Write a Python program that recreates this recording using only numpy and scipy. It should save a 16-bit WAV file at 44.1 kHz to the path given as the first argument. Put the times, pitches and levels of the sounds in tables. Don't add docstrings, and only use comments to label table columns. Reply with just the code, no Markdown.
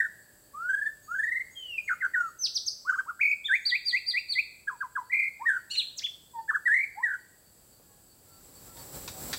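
import sys
import numpy as np
from scipy import signal
from scipy.fft import rfft, irfft
from scipy.io import wavfile
from scipy.ndimage import uniform_filter1d

SR = 44100
rng = np.random.default_rng(int(sys.argv[2]) if len(sys.argv) > 2 else 0)


def wav_out(sig):
    wavfile.write(sys.argv[1], SR, np.round(np.clip(np.atleast_2d(sig).T, -1, 1) * 32767).astype(np.int16))


N = 413658
T = np.arange(N) / SR


def undb(db):
    return 10 ** (np.asarray(db) / 20)


def unit(x):
    return x / np.sqrt(np.mean(x ** 2))


def colour_db(hz, points):
    f, db = np.transpose(points)
    return np.interp(np.log(np.maximum(hz, 1)), np.log(f), db)


def noise(points, size=N):
    spectrum = rfft(rng.standard_normal(size))
    shape = undb(colour_db(np.fft.rfftfreq(size, 1 / SR), points))
    return unit(irfft(spectrum * shape, size))


def walk(rate, size=N):
    steps = np.arange(size) / SR * rate
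    count = int(steps[-1]) + 2
    return np.interp(steps, np.arange(count), rng.standard_normal(count))


def resonate(x, hz, width_hz):
    return signal.lfilter(*signal.iirpeak(hz, hz / width_hz, fs=SR), x)


def gesture(s, hz, db, fade_s=0.0038):
    i = np.arange(max(int(s[0] * SR), 0), min(int(s[-1] * SR), N))
    pitch = uniform_filter1d(np.interp(T[i], s, hz), size=200, mode="nearest")
    gain = uniform_filter1d(undb(np.interp(T[i], s, db)), size=300, mode="nearest")
    gate = np.clip(np.minimum(T[i] - s[0], s[-1] - T[i]) / fade_s, 0, 1)
    return i, pitch, gain * np.sin(gate * np.pi / 2) ** 2


def span(start, end):
    return np.linspace(start, end, num=400)


def edges_db(t, attack_s, release_s, depth_db=28):
    climb = np.maximum(1 - (t - t[0]) / attack_s, 0) ** 2
    sink = np.maximum(1 - (t[-1] - t) / release_s, 0) ** 2
    return -depth_db * (climb + sink)


def whistles(jitter=0.0065, shimmer_db=3.0, overtone_flicker_db=3, song_db=-1.71, edge_hz=3200, edge_db=8,
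             slack_hz=1310, slack_db=8, overtone_pulse=.8):
    # multiple of the pitch, base level in dB.
    overtone_rows = [(2, -38.5), (3, -54.5), (4, -51.5), (5, -49), (6, -54)]
    # frequency in Hz, gain in dB.
    throat = [(1500, 16.5), (2600, -6.5), (3600, -4.5), (5600, 3.5), (7000, 6.5), (8500, 11.5), (10000, -2),
              (14500, 12.5)]
    # start in seconds, end in seconds, pitch scatter as a share.
    hoarse_rows = [(1.599, 1.779, 0.0089), (1.874, 2.08, 0.015), (2.833, 3.119, 0.015),
                   (5.756, 5.82, 0.015), (5.957, 6.033, 0.067)]
    tones, overtones = np.zeros(N), np.zeros(N)
    bend, swing_db = quaver()
    hoarse = sum(share * ((T > start) & (T < end)) for start, end, share in hoarse_rows)
    bend = bend + jitter * walk(500) + hoarse * walk(1500)
    swing_db = swing_db + shimmer_db * walk(120)
    flicker_db = [overtone_flicker_db * walk(150) for _ in overtone_rows]
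    for note in (*slurs(), *tews(), *plunges(), *hooks(), *arches()):
        i, hz, gain = gesture(*note)
        hz = hz * (1 + bend[i])
        phase = 2 * np.pi * np.cumsum(hz) / SR
        gain = np.sqrt(2) * gain * undb(song_db + swing_db[i])
        tones[i] += gain * np.sin(phase)
        force_db = edge_db * np.maximum(np.log2(hz / edge_hz), 0)
        force_db = force_db + slack_db * np.maximum(np.log2(slack_hz / hz), 0)
        pulse_db = overtone_pulse * swing_db[i]
        for k, (_, db) in enumerate(overtone_rows, 2):
            overtone_db = db + force_db + pulse_db + colour_db(k * hz, throat) + flicker_db[k - 2][i]
            audible = k * hz < SR / 2
            overtones[i] += gain * undb(overtone_db) * np.sin(k * phase) * audible
    return tones, overtones


def quaver(peaked=0.21):
    # first crest in seconds, end in seconds, rate in Hz,
    # basic pitch swing as a share, basic level swing in dB.
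    shakes = [(.006, 0.081, 44.2, 0.108, 4), (.699, .885, 23.8, .04, 6), (1.156, 1.424, 23.45, .06, 5),
              (1.905, 1.95, 83, 0.057, -1), (2.04, 2.08, 82.8, 0.064, 1.5),
              (3.221, 3.363, 40.92, 0.059, -1.5), (5.122, 5.286, 40.66, 0.08, -2),
              (5.498, 5.588, 61, 0.059, -1.5), (6.724, 6.859, 44.8, 0.052, .5),
              (7.081, 7.162, 67.7, 0.074, -1)]
    bend, swing_db = np.zeros(N), np.zeros(N)
    for crest, end, rate_hz, depth, db in shakes:
        i = np.flatnonzero((T > crest - 1 / rate_hz) & (T < end))
        cycles = (T[i] - crest) * rate_hz
        grip = np.clip(2 * cycles + 1.5, 0, 1) * np.clip((end - T[i]) * rate_hz * 4, 0, 1)
        turn = 2 * np.pi * cycles
        bend[i] += depth * grip * (np.cos(turn) + peaked * np.cos(2 * turn))
        swing_db[i] += db * grip * (np.cos(turn) - np.cos(2 * turn) / 4)
    return bend, swing_db


def slurs(release_s=0.0061, last_drop_oct=.05):
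    # start, length and attack in seconds, start and end pitch in Hz, ease (positive covers most
    # of the way early, negative late), then early, middle and late level in dB before the song's trim.
    slur_rows = [(0, 0.072, 0.0034, 1685, 1558, -1.5, -20, -32, -33),
                 (0.531, 0.37, 0.029, 1085, 1723, 2, -41, -28, -31.5),
                 (1.074, 0.35, 0.045, 1173, 2005, 2, -34, -30.5, -30.5),
                 (1.546, 0.26, 0.03, 3284, 2530, -0.15, -42, -42, -41),
                 (3.226, 0.12, .006, 2310, 2352, 2.5, -17.5, -25, -25),
                 (5.096, .194, .04, 1720, 2235, 15, -23, -24.5, -30),
                 (5.393, .064, 0.037, 748, 1220, 0.14, -25.5, -39.5, -41),
                 (5.752, 0.064, .004, 3140, 2900, 6.5, -41, -41, -33),
                 (5.986, 0.031, 0.0055, 2915, 1654, 2, -45, -60, -51.5),
                 (6.331, .08, 0.032, 1022, 894.5, 3.5, -37, -38.5, -32),
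                 (6.68, 0.18, 0.0064, 1500, 2270, 1.7, -21, -21, -30.5),
                 (6.952, 0.0788, 0.046, 703, 1116, -.3, -40, -35, -42)]
    for start, length, attack_s, start_hz, end_hz, ease, *levels_db in slur_rows:
        t = span(start, start + length)
        u = (t - start) / length
        hz = start_hz + (end_hz - start_hz) * np.expm1(-ease * u) / np.expm1(-ease)
        hz = hz * 2 ** (-last_drop_oct * np.maximum(1 - (t[-1] - t) / release_s, 0))
        yield t, hz, np.interp(u, [0, .5, 1], levels_db) + edges_db(t, attack_s, release_s)


def tews(scoop_oct=.18, sag_oct_per_s=1.65, fade_db_per_s=83.5, attack_s=0.019, release_s=.012,
         last_drop_oct=.18):
    # crest time, rise, drop and hold (from the crest) in seconds, crest and tone pitch in Hz,
    # crest and tone level in dB before the song's trim.
    tew_rows = [(1.885, .01, .009, .057, 2198, 1517, -22, -22.5),
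                (2.015, .012, 0.0084, 0.057, 2073, 1568, -22.5, -20.5),
                (2.146, .013, 0.0084, 0.15, 1910, 1520, -17.5, -23),
                (4.685, .015, 0.016, 0.079, 1660, 1067, -25, -38),
                (4.815, 0.012, .013, .055, 1630, 1050, -21, -36),
                (4.961, .01, 0.011, .065, 1660, 1040, -20.5, -30),
                (5.471, .019, 0.021, 0.12, 1905, 1693, -20.5, -24),
                (7.045, 0.021, 0.015, 0.12, 1936, 1738, -20.5, -24.5)]
    for crest, rise, drop, hold, crest_hz, tone_hz, crest_db, tone_db in tew_rows:
        t = span(crest - rise, crest + hold)
        before, after = np.maximum(crest - t, 0), np.maximum(t - crest, 0)
        tension = np.exp(-(after / drop) ** 2)
        letting_go = np.maximum(1 - (hold - after) / release_s, 0)
        flat_oct = scoop_oct * (before / rise) ** 2 + sag_oct_per_s * after + last_drop_oct * letting_go
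        hz = (tone_hz + (crest_hz - tone_hz) * tension) * 2 ** -flat_oct
        db = tone_db + (crest_db - tone_db) * tension - fade_db_per_s * after
        yield t, hz, db + edges_db(t, attack_s, release_s)


def plunges(power=1.6, settle_s=0.0044, swell_db_per_s=332.5, attack_s=0.0079, release_s=0.0054):
    # start, hold and plunge in seconds, start, top and end pitch in Hz, base level in dB.
    plunge_rows = [(2.386, .033, .061, 6500, 6120, 2190, -23),
                   (2.542, 0.0071, 0.035, 6400, 6130, 2700, -23),
                   (2.659, 0.0061, 0.027, 6500, 6320, 3870, -23.5),
                   (3.65, 0.019, 0.052, 3200, 4680, 2700, -24.5),
                   (3.85, 0.026, 0.05, 4860, 4735, 2770, -27),
                   (4.058, .032, 0.035, 3400, 4730, 3170, -26.5),
                   (4.283, .03, 0.035, 3700, 4600, 3000, -28), (5.966, .005, .033, 6260, 7360, 2020, -29.5)]
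    # pitch in Hz, gain in dB.
    throat_gain = [(2300, -25.5), (3000, -23.5), (3600, -6), (4300, -1), (4900, 1.5), (6000, -8.5),
                   (7500, -19)]
    for start, hold, plunge, start_hz, top_hz, end_hz, db in plunge_rows:
        knee = start + hold
        t = span(start, knee + plunge)
        hz = top_hz + (start_hz - top_hz) * np.exp((start - t) / settle_s)
        hz = hz + (end_hz - top_hz) * (np.maximum(t - knee, 0) / plunge) ** power
        level_db = db + colour_db(hz, throat_gain) - swell_db_per_s * np.maximum(knee - t, 0)
        yield t, hz, level_db + edges_db(t, attack_s, release_s)


def hooks(power=1.5, attack_s=0.024, release_s=0.011):
    # trough time, dip and rise in seconds, start, trough and end pitch in Hz,
    # level in dB before the song's trim.
    hook_rows = [(3.505, 0.026, .064, 1954, 1527, 2630, -23), (3.731, .02, 0.037, 1990, 1940, 2720, -21.5),
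                 (3.939, 0.019, .042, 1980, 1942, 2716, -23), (4.149, .02, 0.042, 2050, 1939, 2800, -24),
                 (4.367, .017, 0.039, 2090, 2005, 2767, -22)]
    for trough, dip, rise, start_hz, trough_hz, end_hz, db in hook_rows:
        t = span(trough - dip, trough + rise)
        early = t < trough
        away = np.abs(t - trough) / np.where(early, dip, rise)
        hz = trough_hz + (np.where(early, start_hz, end_hz) - trough_hz) * away ** power
        yield t, hz, db + edges_db(t, attack_s, release_s)


def arches(turn=1.35, push_db=22.5, attack_s=0.0054, release_s=0.0045):
    # crest time, rise and fall in seconds, start, crest and end pitch in Hz,
    # push time and push width in seconds, level in dB before the song's trim.
    arch_rows = [(1.785, .012, 0.021, 2566, 2453, 2390, 1.79, 0.012, -24),
                 (2.893, .046, .026, 996, 1530, 1150, 2.893, 0.017, -21),
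                 (2.944, 0.028, 0.022, 1081, 1610, 1014, 2.941, 0.022, -25),
                 (2.999, .034, 0.013, 1065, 1608, 988, 2.993, .014, -23.5),
                 (3.101, 0.043, 0.017, 853, 1414, 1024, 3.099, 0.017, -28),
                 (3.214, 0.024, 0.023, 1305, 2370, 2330, 3.217, 0.01, -15.5),
                 (3.461, 0.021, .02, 3300, 3627, 3080, 3.461, .012, -22),
                 (5.779, 0.039, 0.048, 3500, 4250, 2246, 5.789, 0.026, -21.5),
                 (6.052, .036, 0.022, 1813, 3476, 1700, 6.051, 0.0099, -22),
                 (6.496, 0.019, 0.026, 1570, 1784, 913, 6.501, .014, -20),
                 (6.552, 0.028, 0.02, 975, 1718, 1120, 6.554, 0.018, -20.5),
                 (6.668, .015, .023, 1905, 1930, 1447, 6.675, 0.023, -19.5)]
    for crest, rise, fall, start_hz, crest_hz, end_hz, push, width, db in arch_rows:
        t = span(crest - rise, crest + fall)
        early = t < crest
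        flank = np.sin(turn * (t - crest) / np.where(early, rise, fall)) / np.sin(turn)
        hz = crest_hz + (np.where(early, start_hz, end_hz) - crest_hz) * flank ** 2
        swell_db = push_db * np.expm1(-((t - push) / width) ** 2)
        yield t, hz, db + swell_db + edges_db(t, attack_s, release_s)


def squawk(jitter=.01, rasp_db=4.5):
    # time in seconds, pitch in Hz, base level in dB.
    path = [(5.697, 1258, -58.5), (5.713, 1442, -34), (5.731, 1464, -39), (5.75, 1430, -40.5),
            (5.762, 1186, -41.5), (5.767, 1100, -49)]
    # multiple of the pitch, level in dB relative to the path.
    partials = [(2, -1), (3, 1.5), (4, -15.5), (5, -8.5), (6, -13), (7, -27.5), (8, -29)]
    out = np.zeros(N)
    i, hz, gain = gesture(*np.transpose(path))
    phase = 2 * np.pi * np.cumsum(hz * (1 + jitter * walk(974, len(i)))) / SR
    for k, (_, db) in enumerate(partials, 2):
        out[i] += gain * undb(db + rasp_db * walk(700, len(i))) * np.sin(k * phase)
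    return out


def knocks(contact_s=0.0092, knock_db=-1):
    # time in seconds, level in dB before the overall trim.
    blow_rows = [(8.769, -47.5), (9.078, -32), (9.238, -58), (9.33, -26.5), (9.337, -34), (9.346, -53)]
    # frequency in Hz, width in Hz, relative level in dB.
    cage = [(330, 140, -6), (1390, 920, 0), (2140, 670, 0.5), (3670, 480, 7), (4630, 140, 2)]

    def body(x):
        return sum(undb(db) * resonate(x, hz, width) for hz, width, db in cage)

    blows = sum(undb(db) * (T >= s) * np.exp(-np.abs(T - s) / contact_s) for s, db in blow_rows)
    scratch = rng.standard_normal(N)
    return undb(knock_db) * body(scratch * blows) / np.std(body(scratch))


def soft_tap(tap_s=7.798, hz=560, width_hz=400, decay_s=0.024, db=-60):
    blow = (T >= tap_s) * np.exp(-np.abs(T - tap_s) / decay_s)
    thud = resonate(resonate(rng.standard_normal(N), hz, width_hz), hz, width_hz)
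    return undb(db) * blow * unit(thud)


def far_birds(low_hz=6400, high_hz=6760, chirp_s=0.053, chirp_gap_s=.067, chirp_db=-59,
              pip_hz=4520, pip_s=0.096, pip_db=3, waver=0.016):
    pair_starts = [1.02, 1.147, 1.5, 1.83, 2.19, 2.88, 3.2, 3.53, 3.84]
    # first pip, end and period in seconds,
    # first and last level in dB before the lift pip_db.
    bouts = [(.24, 2.4, .205, -71.5, -69.5), (4.8, 7.8, .268, -69, -68), (8.115, 8.9, .23, -68, -57)]
    out = np.zeros(N)
    u = np.linspace(0, 1, int(chirp_s * SR))
    for s in np.add.outer(pair_starts, [0, chirp_gap_s]).ravel():
        hz = low_hz + (high_hz - low_hz) * np.sin(2 * u) + 20 * walk(100, len(u))
        chirp = np.sin(np.pi * u) * np.sin(2 * np.pi * np.cumsum(hz) / SR)
        out[int(s * SR):][:len(u)] += undb(chirp_db) * chirp
    u = np.linspace(0, 1, int(pip_s * SR))
    pips = np.zeros(N)
    for first, end, period, first_db, last_db in bouts:
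        times = np.arange(first, end, period)
        for s, db in zip(times, np.linspace(first_db, last_db, len(times))):
            pips[int((s - pip_s / 2) * SR):][:len(u)] += undb(db + pip_db) * np.sin(np.pi * u) ** 2
    pip_phase = 2 * np.pi * np.cumsum(pip_hz * (1 + waver * walk(400))) / SR
    return out + pips * np.sin(pip_phase)


def far_whistles(sag=0.022):
    # start in seconds, length in seconds, middle pitch in Hz, peak level in dB.
    far_notes = [(7.82, 0.26, 1670, -74), (7.83, 0.21, 825, -72.5), (7.878, 0.095, 1100, -69),
                 (8.276, 0.14, 1352, -64), (8.665, .1, 1340, -60), (8.743, 0.094, 929, -56.5),
                 (9.118, 0.096, 763, -49.5)]
    out = np.zeros(N)
    for s, length, hz, db in far_notes:
        u = np.linspace(0, 1, int(length * SR))
        phase = 2 * np.pi * np.cumsum(hz * (1 + sag * (.5 - u))) / SR
        out[int(s * SR):][:len(u)] += undb(db) * np.sin(np.pi * u) * np.sin(phase)
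    return out


def wood(x, direct=1, t60_s=0.62, tail_db=-20, near_t60_s=0.31, near_db=-16.5, far_t60_s=1.0, far_db=-28,
         gap_s=0.0054):
    # delay in seconds, level in dB.
    echo_rows = [(.0063, -18.5), (0.0097, -11), (0.013, -21), (0.0155, -26.5)]
    t = T[:SR]
    onset = np.clip((t - gap_s) / gap_s, 0, 1)
    leaves = [(900, 2), (1500, -4), (2400, 4.5), (3200, 8.0), (6000, 10.5), (12000, 5.5)]
    leaves_db = colour_db(np.fft.rfftfreq(len(t), 1 / SR), leaves)
    response = np.zeros(len(t))
    for t60, db in ((near_t60_s, near_db + leaves_db), (t60_s, tail_db + leaves_db), (far_t60_s, far_db)):
        decay = onset * undb(-60 * t / t60)
        scatter = rfft(rng.standard_normal(len(t)) * decay / np.linalg.norm(decay))
        response += irfft(scatter * undb(db), len(t))
    response[0] += direct
    for delay, db in echo_rows:
        response[int(delay * SR)] += undb(db)
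    return signal.fftconvolve(x, response)[:N]


def lingering_echo(hz=1700, width_hz=170, start_db=-53, t60_s=1.5):
    ring = resonate(resonate(rng.standard_normal(N), hz, width_hz), hz, width_hz)
    return unit(ring) * undb(start_db - 60 * T / t60_s)


def background(insect_hz=7800, insect_width_hz=700, insect_db=-67, flutter_db=2.1, insect_share_db=-12,
               hum_hz=590, hum_db=-74):
    # frequency in Hz, relative dB per Hz.
    air_spectrum = [(18, -37), (30, -5), (97, -0.5), (202, -6), (561, -9.5), (1140, -17.5), (1680, -18),
                    (2130, -24), (4090, -21), (4660, -13), (5450, -24), (6890, -18.5), (7860, -12),
                    (8720, -18), (15500, -15)]
    rustle_spectrum = [(18, -49), (30, -8.5), (55, 1), (144, -3.5), (420, -9.5), (561, -6.5), (656, -13.5),
                       (767, -10), (874, -13), (2910, -24), (4660, -17), (6720, -21.5), (7650, -7),
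                       (8720, -20.5), (15500, -13.5)]
    # time in seconds, rustle level in dB before its flutter.
    swell_rows = [(7.3, -82.5), (8.1, -70), (8.4, -55.5), (8.7, -49.5), (9.0, -43.5), (9.38, -38.5)]
    # time in seconds, still-air level in dB before its slight wander.
    air_levels = [(0, -59), (2, -59.5), (4, -62.5), (6, -59.5), (7.2, -61), (7.7, -58), (9.38, -61)]
    swell = undb(np.interp(T, *np.transpose(swell_rows)))
    air = noise(air_spectrum) * undb(np.interp(T, *np.transpose(air_levels)) + 0.26 * walk(7.3))
    rustle = noise(rustle_spectrum) * swell * undb(flutter_db * walk(25))
    insects = resonate(rng.standard_normal(N), insect_hz, insect_width_hz)
    insects = unit(resonate(insects, insect_hz, insect_width_hz))
    insects *= np.hypot(undb(insect_db), swell * undb(insect_share_db)) * undb(flutter_db * walk(30))
    hum_fade = np.interp(T, [2, 4.5], [1, 0])
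    hum = np.sin(2 * np.pi * hum_hz * T) * undb(hum_db + 2 * walk(3.8)) * hum_fade
    return air + rustle + insects + hum


def scene(overtone_direct=0.77, overtone_db=3):
    tones, overtones = whistles()
    sheen = undb(overtone_db) * wood(overtones, direct=overtone_direct)
    sources = tones + squawk() + far_birds() + far_whistles() + knocks() + soft_tap()
    return (wood(sources) + sheen + lingering_echo() + background())[None]


def record(dry, top_hz=15750):
    return signal.sosfilt(signal.ellip(10, .1, 70, top_hz, fs=SR, output="sos"), dry)


dry = scene()
out = record(dry)
wav_out(out)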